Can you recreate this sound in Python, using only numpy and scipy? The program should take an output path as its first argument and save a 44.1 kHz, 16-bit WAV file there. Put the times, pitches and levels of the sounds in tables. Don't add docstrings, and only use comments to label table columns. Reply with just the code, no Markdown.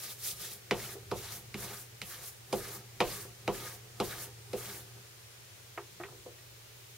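import sys
import numpy as np
from scipy import signal
from scipy.io import wavfile
from scipy.ndimage import uniform_filter1d

SR = 44100
rng = np.random.default_rng(int(sys.argv[2]) if len(sys.argv) > 2 else 0)


def transcribe(signal):
    frames = np.atleast_2d(signal).T
    limited = np.clip(frames, -1, 1)
    pcm = np.round(limited * 32767).astype(np.int16)
    wavfile.write(sys.argv[1], SR, pcm)


def volts(x):
    e = np.asarray(x, float) / 20
    return 10 ** e


N = 307377
TIME = np.arange(N) / SR
EDGES_HZ = 22 * 2 ** np.arange(0, 9.7, .4)

# start in
# seconds, level in dB at each of KNOCK_HZ.
KNOCKS = [(0.7096, -27, -30, -23, -27), (0.951, -81, -41, -45, -56), (1.1138, -34.5, -33, -25, -33),
          (1.542, -32.5, -40.5, -50, -45.5), (2.016, -42.5, -60, -44, -53),
          (2.5272, -29, -27.5, -22.5, -31), (3.003, -27, -26.5, -17.5, -23.5),
          (3.249, -60, -46.5, -49, -54), (3.477, -28, -28, -22.5, -28), (4.0003, -28.5, -26, -25.5, -28.5),
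          (4.532, -33.5, -33, -26.5, -45.5), (6.2585, -55, -46.5, -36.5, -57)]
# start in seconds, level in dB at each of CRACK_HZ.
CRACKS = [(0.7097, -22, -18, -22.5, -23), (1.1108, -44, -49, -45, -41), (1.1142, -32, -41, -34.5, -32),
          (1.542, -44, -31.5, -34.5, -33.5), (2.016, -36, -32, -30.5, -28), (2.5255, -43, -39, -33, -36),
          (2.5272, -44, -33, -36, -22.5), (3.003, -26, -21.5, -25.5, -25.5), (3.0046, -22, -25, -27, -26),
          (3.477, -27, -25.5, -31, -28), (3.9988, -29, -54, -42, -47), (4.0005, -41, -33, -26.5, -25),
          (4.5305, -45, -39.5, -45, -46), (4.532, -48, -46, -38, -33)]
# start in seconds, then boom, thud, clack and crack in dB (at BLOW_HZ).
TOUCHES = [(5.775, -48, -38, -37, -46), (5.999, -40, -42.5, -49, -57), (6.01, -58, -46, -49, -75),
           (6.035, -61, -40, -48.5, -41), (6.057, -63, -68, -82, -77), (6.084, -62, -52, -55, -76),
           (6.12, -56, -47.5, -62, -90), (6.144, -57, -56, -91, -74), (6.179, -56, -55, -95, -78),
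           (6.287, -60, -71, -87, -75), (6.384, -73, -59.5, -72, -54)]
KNOCK_HZ, CRACK_HZ, BLOW_HZ = [200, 390, 520, 1100], [1400, 2300, 3300, 6000], [190, 450, 1100, 3000]

# pitch in Hz, level in dB, 60 dB decay in seconds.
BENCH = [(156, -3, 0.12), (203.6, 2.5, 0.1), (347.8, -2.5, 0.23), (396.8, 0.5, 0.17), (409.5, -0.5, 0.16),
         (499.2, -0.5, 0.12), (535, -15, 0.024), (716, -4, 0.15), (801, 2, 0.046), (895, -2.5, 0.046),
         (892, -21, 0.26), (1030, -25, 0.034), (1142, -6.5, 0.1), (1251, -0.5, 0.035), (1500, -21, 0.039),
         (1880, -28, 0.41), (2360, -42, 0.062), (2590, -22, 0.2), (2730, -40, 0.13), (3010, -45, 0.09)]
# pitch in Hz, level in dB, 60 dB decay in seconds.
WAX = [(1320, -7, 0.014), (2274, 4, 0.0033), (2810, -20, 0.004), (3400, -20.5, 0.0082), (3950, -8, 0.0069),
       (4900, -10, 0.0069), (6070, -19, 0.0092), (8160, -20, 0.0046), (9260, -21, 0.005)]
# pitch in Hz, level in dB, 60 dB decay in seconds.
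TOOL = [(351, -2, 5.0), (670, 5.5, 0.053), (934, -14, 0.25), (1240, 4, 0.046), (1526, -5, 0.15),
        (1910, 1, 0.11), (2040, -14, 0.12), (2240, -22, 0.077), (2580, 5, 0.044), (2800, -18, 0.22),
        (3200, -25, 5.0), (3580, -28, 0.14)]
# pitch in Hz, level in dB, 60 dB decay in seconds.
STROP = [(1131, -2, 0.42), (1236, 4, 0.17), (1544, -18.5, 0.016), (2166, -0.5, 0.093), (3880, -2, 0.033),
         (5820, -2.5, 0.017)]
RING_LATE_S = .0007
BENCH_LATE_S = .0022
RINGS_LOW_HZ = 120

# frequency in Hz, level in dB per Hz.
KNOCK_BODY = [(30, -4), (90, -19), (200, -1), (270, -13), (420, 5.5), (520, -0.5), (620, -8), (800, -9),
              (1110, -4.5), (1600, -23.5), (2600, -12.5), (4000, -23), (7000, -29.5), (12000, -30.5)]
# frequency in Hz, level in dB per Hz.
TOUCH_BODY = [(200, -11.5), (350, -3), (700, -4.5), (1640, -1), (2550, -3.5), (3300, -19), (4300, -41),
              (7000, -50)]
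# frequency in Hz, 60 dB decay in seconds.
KNOCK_T60 = [(40, 0.32), (150, 0.51), (500, 0.26), (1500, 0.083), (4000, 0.15), (10000, 0.047)]
# frequency in Hz, left-right likeness from 0 to 1.
SOURCE_ALIKE = [(30, 0.27), (60, 0.5), (250, 0.42), (800, 1), (3000, 0.81), (7000, 0.27), (15000, 0.48)]
LOW_WASH_DB = -8

# start in seconds, length in seconds, hiss in dB, rise from start to end in dB, sag at mid-stroke in dB.
STROKES = [(0.0, 0.12, -47.5, -1, -1.5), (0.237, 0.069, -40.5, 3, -3), (0.404, 0.13, -47, 2, -1.5),
           (0.763, .17, -50.5, 1, -2), (1.181, 0.19, -47.5, 1, 3), (1.61, 0.21, -47.5, -5, 3),
           (2.07, 0.22, -47.5, -1, 3.5), (2.556, 0.2, -46.5, 0.5, 4), (3.045, .21, -50.5, -4, -5),
           (3.543, 0.2, -49.5, -5, -0.5), (4.044, 0.19, -46.5, 0, 5), (4.581, 0.22, -49.5, -3.5, 0)]
# time in seconds, length in seconds, then rasp, scrape and shudder passed into the bench in dB.
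BITES = [(0.046, 0.074, -48.5, -55.5, -60), (0.285, 0.056, -43.5, -58, -75), (0.46, 0.063, -48, -57, -61),
         (0.83, 0.11, -51.5, -53.5, -54), (1.247, 0.098, -49, -53.5, -56.5),
         (1.658, 0.1, -50.5, -50.5, -53), (2.17, 0.093, -52.5, -54, -61.5), (2.66, .11, -52, -51.5, -53),
         (3.103, 0.1, -49.5, -50.5, -52), (3.6, .11, -50, -51.5, -52), (4.128, 0.12, -51.5, -51, -52.5),
         (4.648, 0.12, -53, -53, -51)]
# time in seconds, shudder in dB.
JOLTS = [
    (.296, -57),
    (.44, -59),
    (1.385, -52.5),
    (1.83, -80),
    (2.765, -54.5),
    (3.27, -64),
    (3.75, -74),
    (4.25, -59),
    (4.85, -57),
    (4.98, -58),
]
GRIP_DB_PER_S, LIFT_DB_PER_S, ROUND_S = 307, 314, 0.0067
RASP_DROP_DB, SCRAPE_DROP_DB, SHUDDER_DROP_DB = (5, 5.5), (5, 4.5), (6, 5)
RASP_LIFT, SCRAPE_LIFT = 0.71, 0.53
JOLT_S, JOLT_DROP_DB = 0.032, (6, 4)
IDLE_HISS_DB, IDLE_SCRAPE_DB, IDLE_SHUDDER_DB, HANDS_OFF_S = -94.5, -81, -72.5, 4.3
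# frequency in Hz, level in dB per Hz.
HISS = [(500, -0.5), (900, -4.5), (1250, -6), (1700, 1), (2300, -4), (3200, -5.5), (4200, 0), (5300, -2),
        (8000, 0), (13000, 0.5), (16000, -2.5)]
# frequency in Hz, left-right likeness from 0 to 1.
RUB_ALIKE = [(600, 0.57), (1400, 0.83), (3000, 0.74), (7000, 0.15), (15000, 0.29)]

# time in seconds, rumble in dB, groan in dB.
SWAYS = [(.33, -68, -63.5), (.8, -70, -59), (1.13, -56, -79), (1.58, -64, -65), (2.05, -68, -85),
         (2.62, -70, -66), (3.1, -63, -59), (3.51, -65, -70), (4.1, -59, -64), (4.6, -65, -82),
         (6.0, -94, -65)]
# frequency in Hz, level in dB per Hz.
ROCK = [(25, -45), (60, 2), (100, 7), (200, -3.5), (280, -20)]
ROCK_REST_DB, SWAY_S, SWAY_DROP_DB = -78.5, 0.15, (14.5, 7)
# time in seconds, hum in dB.
HUM = [
    (0, -60.5),
    (.6, -63.5),
    (.74, -55),
    (1.7, -56.5),
    (2.3, -63.5),
    (2.6, -56),
    (4.95, -56),
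    (5.1, -62),
    (6.97, -61),
]
# frequency in Hz, level in dB per Hz.
AIR = [(25, -24), (60, -1), (100, 10.5), (160, -9), (250, -11), (310, -0.5), (400, 7.5), (630, 1),
       (1000, -1.5), (2000, 1.5), (4000, 0), (8500, -2), (10500, -5.5), (16000, -5)]
# frequency in Hz, left-right likeness from 0 to 1.
AIR_ALIKE = [(60, 0.48), (180, 0.1), (550, 0.02), (1650, 0.063), (4970, 0.0083), (15000, 0.092)]
AIR_DB, HUM_HZ = -54, 118.4
CUT_HZ, PORT_DIP_HZ = 15750, 7850


def rms_one(x):
    return x / np.sqrt(np.mean(x ** 2) + 1e-20)


def to_db(gain):
    return 20 * np.log10(gain + 1e-6)


def at_hz(points, hz):
    table = np.array(points)
    return np.interp(np.log(hz), np.log(table[:, 0]), table[:, 1])


def drift(rate):
    r = np.exp(-80 * np.pi * rate / SR)
    slow = signal.lfilter([1], [1, -2 * r, r * r], rng.standard_normal(N // 40 + 2002))[2000:]
    return np.interp(np.arange(N) / 40, np.arange(len(slow)), rms_one(slow))


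def hump(s, length, drop_db):
    away = (TIME - s) / length
    side_db = np.where(away < 0, drop_db[0], drop_db[1])
    return volts(-side_db * np.minimum(away ** 2, 20))


def ring(drive, hz, t60):
    r, w = volts(-60 / (t60 * SR)), 2 * np.pi * hz / SR
    return signal.lfilter([0, np.sin(w)], [1, -2 * r * np.cos(w), r * r], drive + 1e-18)


def bands(white, low_hz=0, high_hz=SR):
    for k, (low, high) in enumerate(zip(EDGES_HZ, EDGES_HZ[1:])):
        if low_hz < low < high_hz:
            band = signal.butter(2, [low, high], "band", fs=SR, output="sos")
            yield np.sqrt(low * high), signal.sosfilt(band, white[k % 2])


def spread(pair, likeness, hz):
    alike = np.clip(at_hz(likeness, hz), 0, 1)
    mid, side = np.sqrt(1 + alike) * pair[0], np.sqrt(1 - alike) * pair[1]
    return np.array([np.roll(mid + side, int(hz < 5000)), mid - side])


def clicks(events, gains, late_s=0):
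    out = np.zeros(N)
    out[[round((row[0] + late_s) * SR) for row in events]] = gains
    return out


def blow_db(events, hz, at=BLOW_HZ):
    return np.array([np.interp(np.log(hz), np.log(at), parts) for s, *parts in events])


def struck(events, modes, strike_db, shudder=0, luck_db=3.5, swell_cycles=8.1, at=BLOW_HZ, late_s=RING_LATE_S, turn=-1):
    out = 0
    luck = rng.standard_normal((len(events), len(modes)))
    for k, (hz, level_db, t60) in enumerate(modes):
        gains = volts(blow_db(events, hz, at) + level_db + strike_db + luck_db * luck[:, k]) * turn ** k
        blows = clicks(events, gains, late_s=late_s)
        evened = 2 * np.log(1000) * hz / (swell_cycles * SR)
        push = ring(blows, hz, swell_cycles / hz) * evened
        out = out + ring(push + volts(level_db) * shudder, hz, np.clip(t60, .004, .2))
    return out


def knock_wash(touch_db, crack_db):
    out = 0
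    for hz, pair in bands(rng.standard_normal((2, 2, N)), low_hz=28, high_hz=11000):
        events, at, lift_db = (KNOCKS, KNOCK_HZ, 0) if hz < 1400 else (CRACKS, CRACK_HZ, crack_db)
        blows = clicks(events, volts(blow_db(events, hz, at) + at_hz(KNOCK_BODY, hz) + lift_db))
        blows += clicks(TOUCHES, volts(blow_db(TOUCHES, hz) + at_hz(TOUCH_BODY, hz) + touch_db))
        fall = volts(-60 / (at_hz(KNOCK_T60, hz) * SR))
        rise = np.exp(-hz / (1.3 * SR))
        wash = signal.lfilter([1 - rise], np.convolve([1, -fall], [1, -rise]), blows + 1e-18)
        level_db = 15.5 + LOW_WASH_DB * (120 < hz < 900)
        out = out + volts(level_db) * wash * spread(pair, SOURCE_ALIKE, hz)
    return out


def strokes():
    hiss, off_db = 0, -60.
    for s, length, level_db, rise_db, sag_db in STROKES:
        along = np.clip((TIME - s) / length, 0, 1)
        before, after = np.maximum(s - TIME, 0), np.maximum(TIME - s - length, 0)
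        edge_db = -GRIP_DB_PER_S * before - LIFT_DB_PER_S * after
        path_db = rise_db * (along - .5) - sag_db * np.sin(np.pi * along) ** 2
        hiss = hiss + volts(level_db + path_db + edge_db)
        off_db = np.maximum(off_db, edge_db)
    rasp, scrape, shudder = 0, 0, 0
    for s, length, rasp_db, scrape_db, shudder_db in BITES:
        rasp = rasp + volts(rasp_db) * hump(s, length, RASP_DROP_DB)
        scrape = scrape + volts(scrape_db) * hump(s, length, SCRAPE_DROP_DB)
        shudder = shudder + volts(shudder_db) * hump(s, length, SHUDDER_DROP_DB)
    for s, jolt_db in JOLTS:
        shudder = shudder + volts(jolt_db) * hump(s, JOLT_S, JOLT_DROP_DB)
    resting = uniform_filter1d(1. * (TIME < HANDS_OFF_S), int(.06 * SR))
    creak = volts(IDLE_SCRAPE_DB) * resting
    hiss_db = to_db(uniform_filter1d(hiss, int(ROUND_S * SR)) + volts(IDLE_HISS_DB) * resting)
    rasp_db = to_db(rasp * volts(RASP_LIFT * off_db) + creak)
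    scrape_db = to_db(scrape * volts(SCRAPE_LIFT * off_db) + creak)
    shudder_db = to_db(shudder + volts(IDLE_SHUDDER_DB) * resting)
    return hiss_db, rasp_db - hiss_db, scrape_db - hiss_db, shudder_db


def friction(drag, grit_db, flutter_db, patchy_db):
    hiss_db, rasp_db, scrape_db, _ = drag
    grit = rng.standard_normal((2, 2, N)) * volts(grit_db * np.minimum(rng.exponential(1, N), 5))
    out, judder = 0, drift(14)
    for hz, pair in bands(rms_one(grit), low_hz=450):
        low = np.clip(np.log2(3200 / hz), 0, 1)
        high = np.clip(np.log2(hz / 3600) * 0.87, 0, 1)
        bite_db = low * (scrape_db + 6.5) + (1 - low - high) * (rasp_db + 6.0)
        wax = volts(at_hz(HISS, hz) + hiss_db + bite_db + 2.5)
        flicker_db = flutter_db * judder + patchy_db * (1.3 - high) * drift(39.0)
        out = out + wax * volts(flicker_db) * spread(pair, RUB_ALIKE, hz)
    return out


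def strop_tone(drag):
    hiss_db, rasp_db, scrape_db, _ = drag
    out, white = 0, rng.standard_normal(N)
    for hz, level_db, t60 in STROP:
        bite_db = scrape_db if hz < 2500 else rasp_db
        gain = volts(level_db - 13.5 + hiss_db + bite_db + 1.4 * drift(7.7))
        out = out + gain * rms_one(ring(white, hz, t60))
    return out


def workshop():
    rumble, groan = 0, 0
    for s, rumble_db, groan_db in SWAYS:
        sway = hump(s, SWAY_S, SWAY_DROP_DB)
        rumble, groan = rumble + volts(rumble_db) * sway, groan + volts(groan_db) * sway
    air, rock = 0, 0
    for hz, pair in bands(rng.standard_normal((2, 2, N))):
        wide = spread(pair, AIR_ALIKE, hz)
        air = air + volts(at_hz(AIR, hz) + 0.6 * drift(1)) * wide
        if hz < 280:
            rocking = volts(ROCK_REST_DB) + (rumble if hz < 125 else groan)
            placed = wide if hz < 90 else np.sqrt(2) * pair[0]
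            rock = rock + volts(at_hz(ROCK, hz) + 19.5 + 3.2 * drift(5)) * rocking * placed
    hum_db = np.interp(TIME, *np.transpose(HUM), left=-110, right=-110)
    wander = 0.91 * drift(3.9)
    steady = np.sqrt(2) * np.sin(2 * np.pi * HUM_HZ * TIME + wander)
    throb = rms_one(ring(rng.standard_normal(N), HUM_HZ * 1.036, t60=0.063))
    return volts(AIR_DB) * rms_one(air) + rock + volts(hum_db) * (1.09 * steady + 0.32 * throb)


def scene():
    drag = strokes()
    shudder = volts(drag[3] - 35.0 + 2.94 * drift(16.7)) * rng.standard_normal(N)
    rings = strop_tone(drag)
    rings -= struck(KNOCKS, BENCH[:14], -2.4, shudder, luck_db=0.5, swell_cycles=7.0, at=KNOCK_HZ,
                    late_s=BENCH_LATE_S, turn=0.98)
    rings += struck(CRACKS, BENCH[14:], -1.0, shudder, at=CRACK_HZ)
    rings += struck(CRACKS, WAX, 4.8, luck_db=1.5, swell_cycles=6.5, at=CRACK_HZ)
    rings += struck(TOUCHES, TOOL, -5.0)
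    rings += struck(TOUCHES, BENCH[2:9], -6.0, swell_cycles=2.7)
    rings += struck(TOUCHES, WAX[:5], 0.71, swell_cycles=5.9)
    rings = signal.sosfilt(signal.butter(2, RINGS_LOW_HZ, "high", fs=SR, output="sos"), rings)
    bench = np.array([np.roll(rings, 1), rings]) + knock_wash(touch_db=-4.0, crack_db=-2.0)
    bench = bench * volts(np.array([[-.4], [.4]]))
    return bench + friction(drag, grit_db=1.5, flutter_db=1.5, patchy_db=-2.0) + workshop()


def low_pass(x):
    return signal.sosfilt(signal.butter(12, 17000, fs=SR, output="sos"), x)


def record(dry):
    notched = signal.lfilter(*signal.iirnotch(PORT_DIP_HZ, 50.0, fs=SR), dry)
    dipped = dry - 0.86 * (dry - notched)
    cut = signal.sosfilt(signal.ellip(10, .5, 70, CUT_HZ, fs=SR, output="sos"), dipped)
    return low_pass(cut)


dry = scene()
out = record(dry)
transcribe(out)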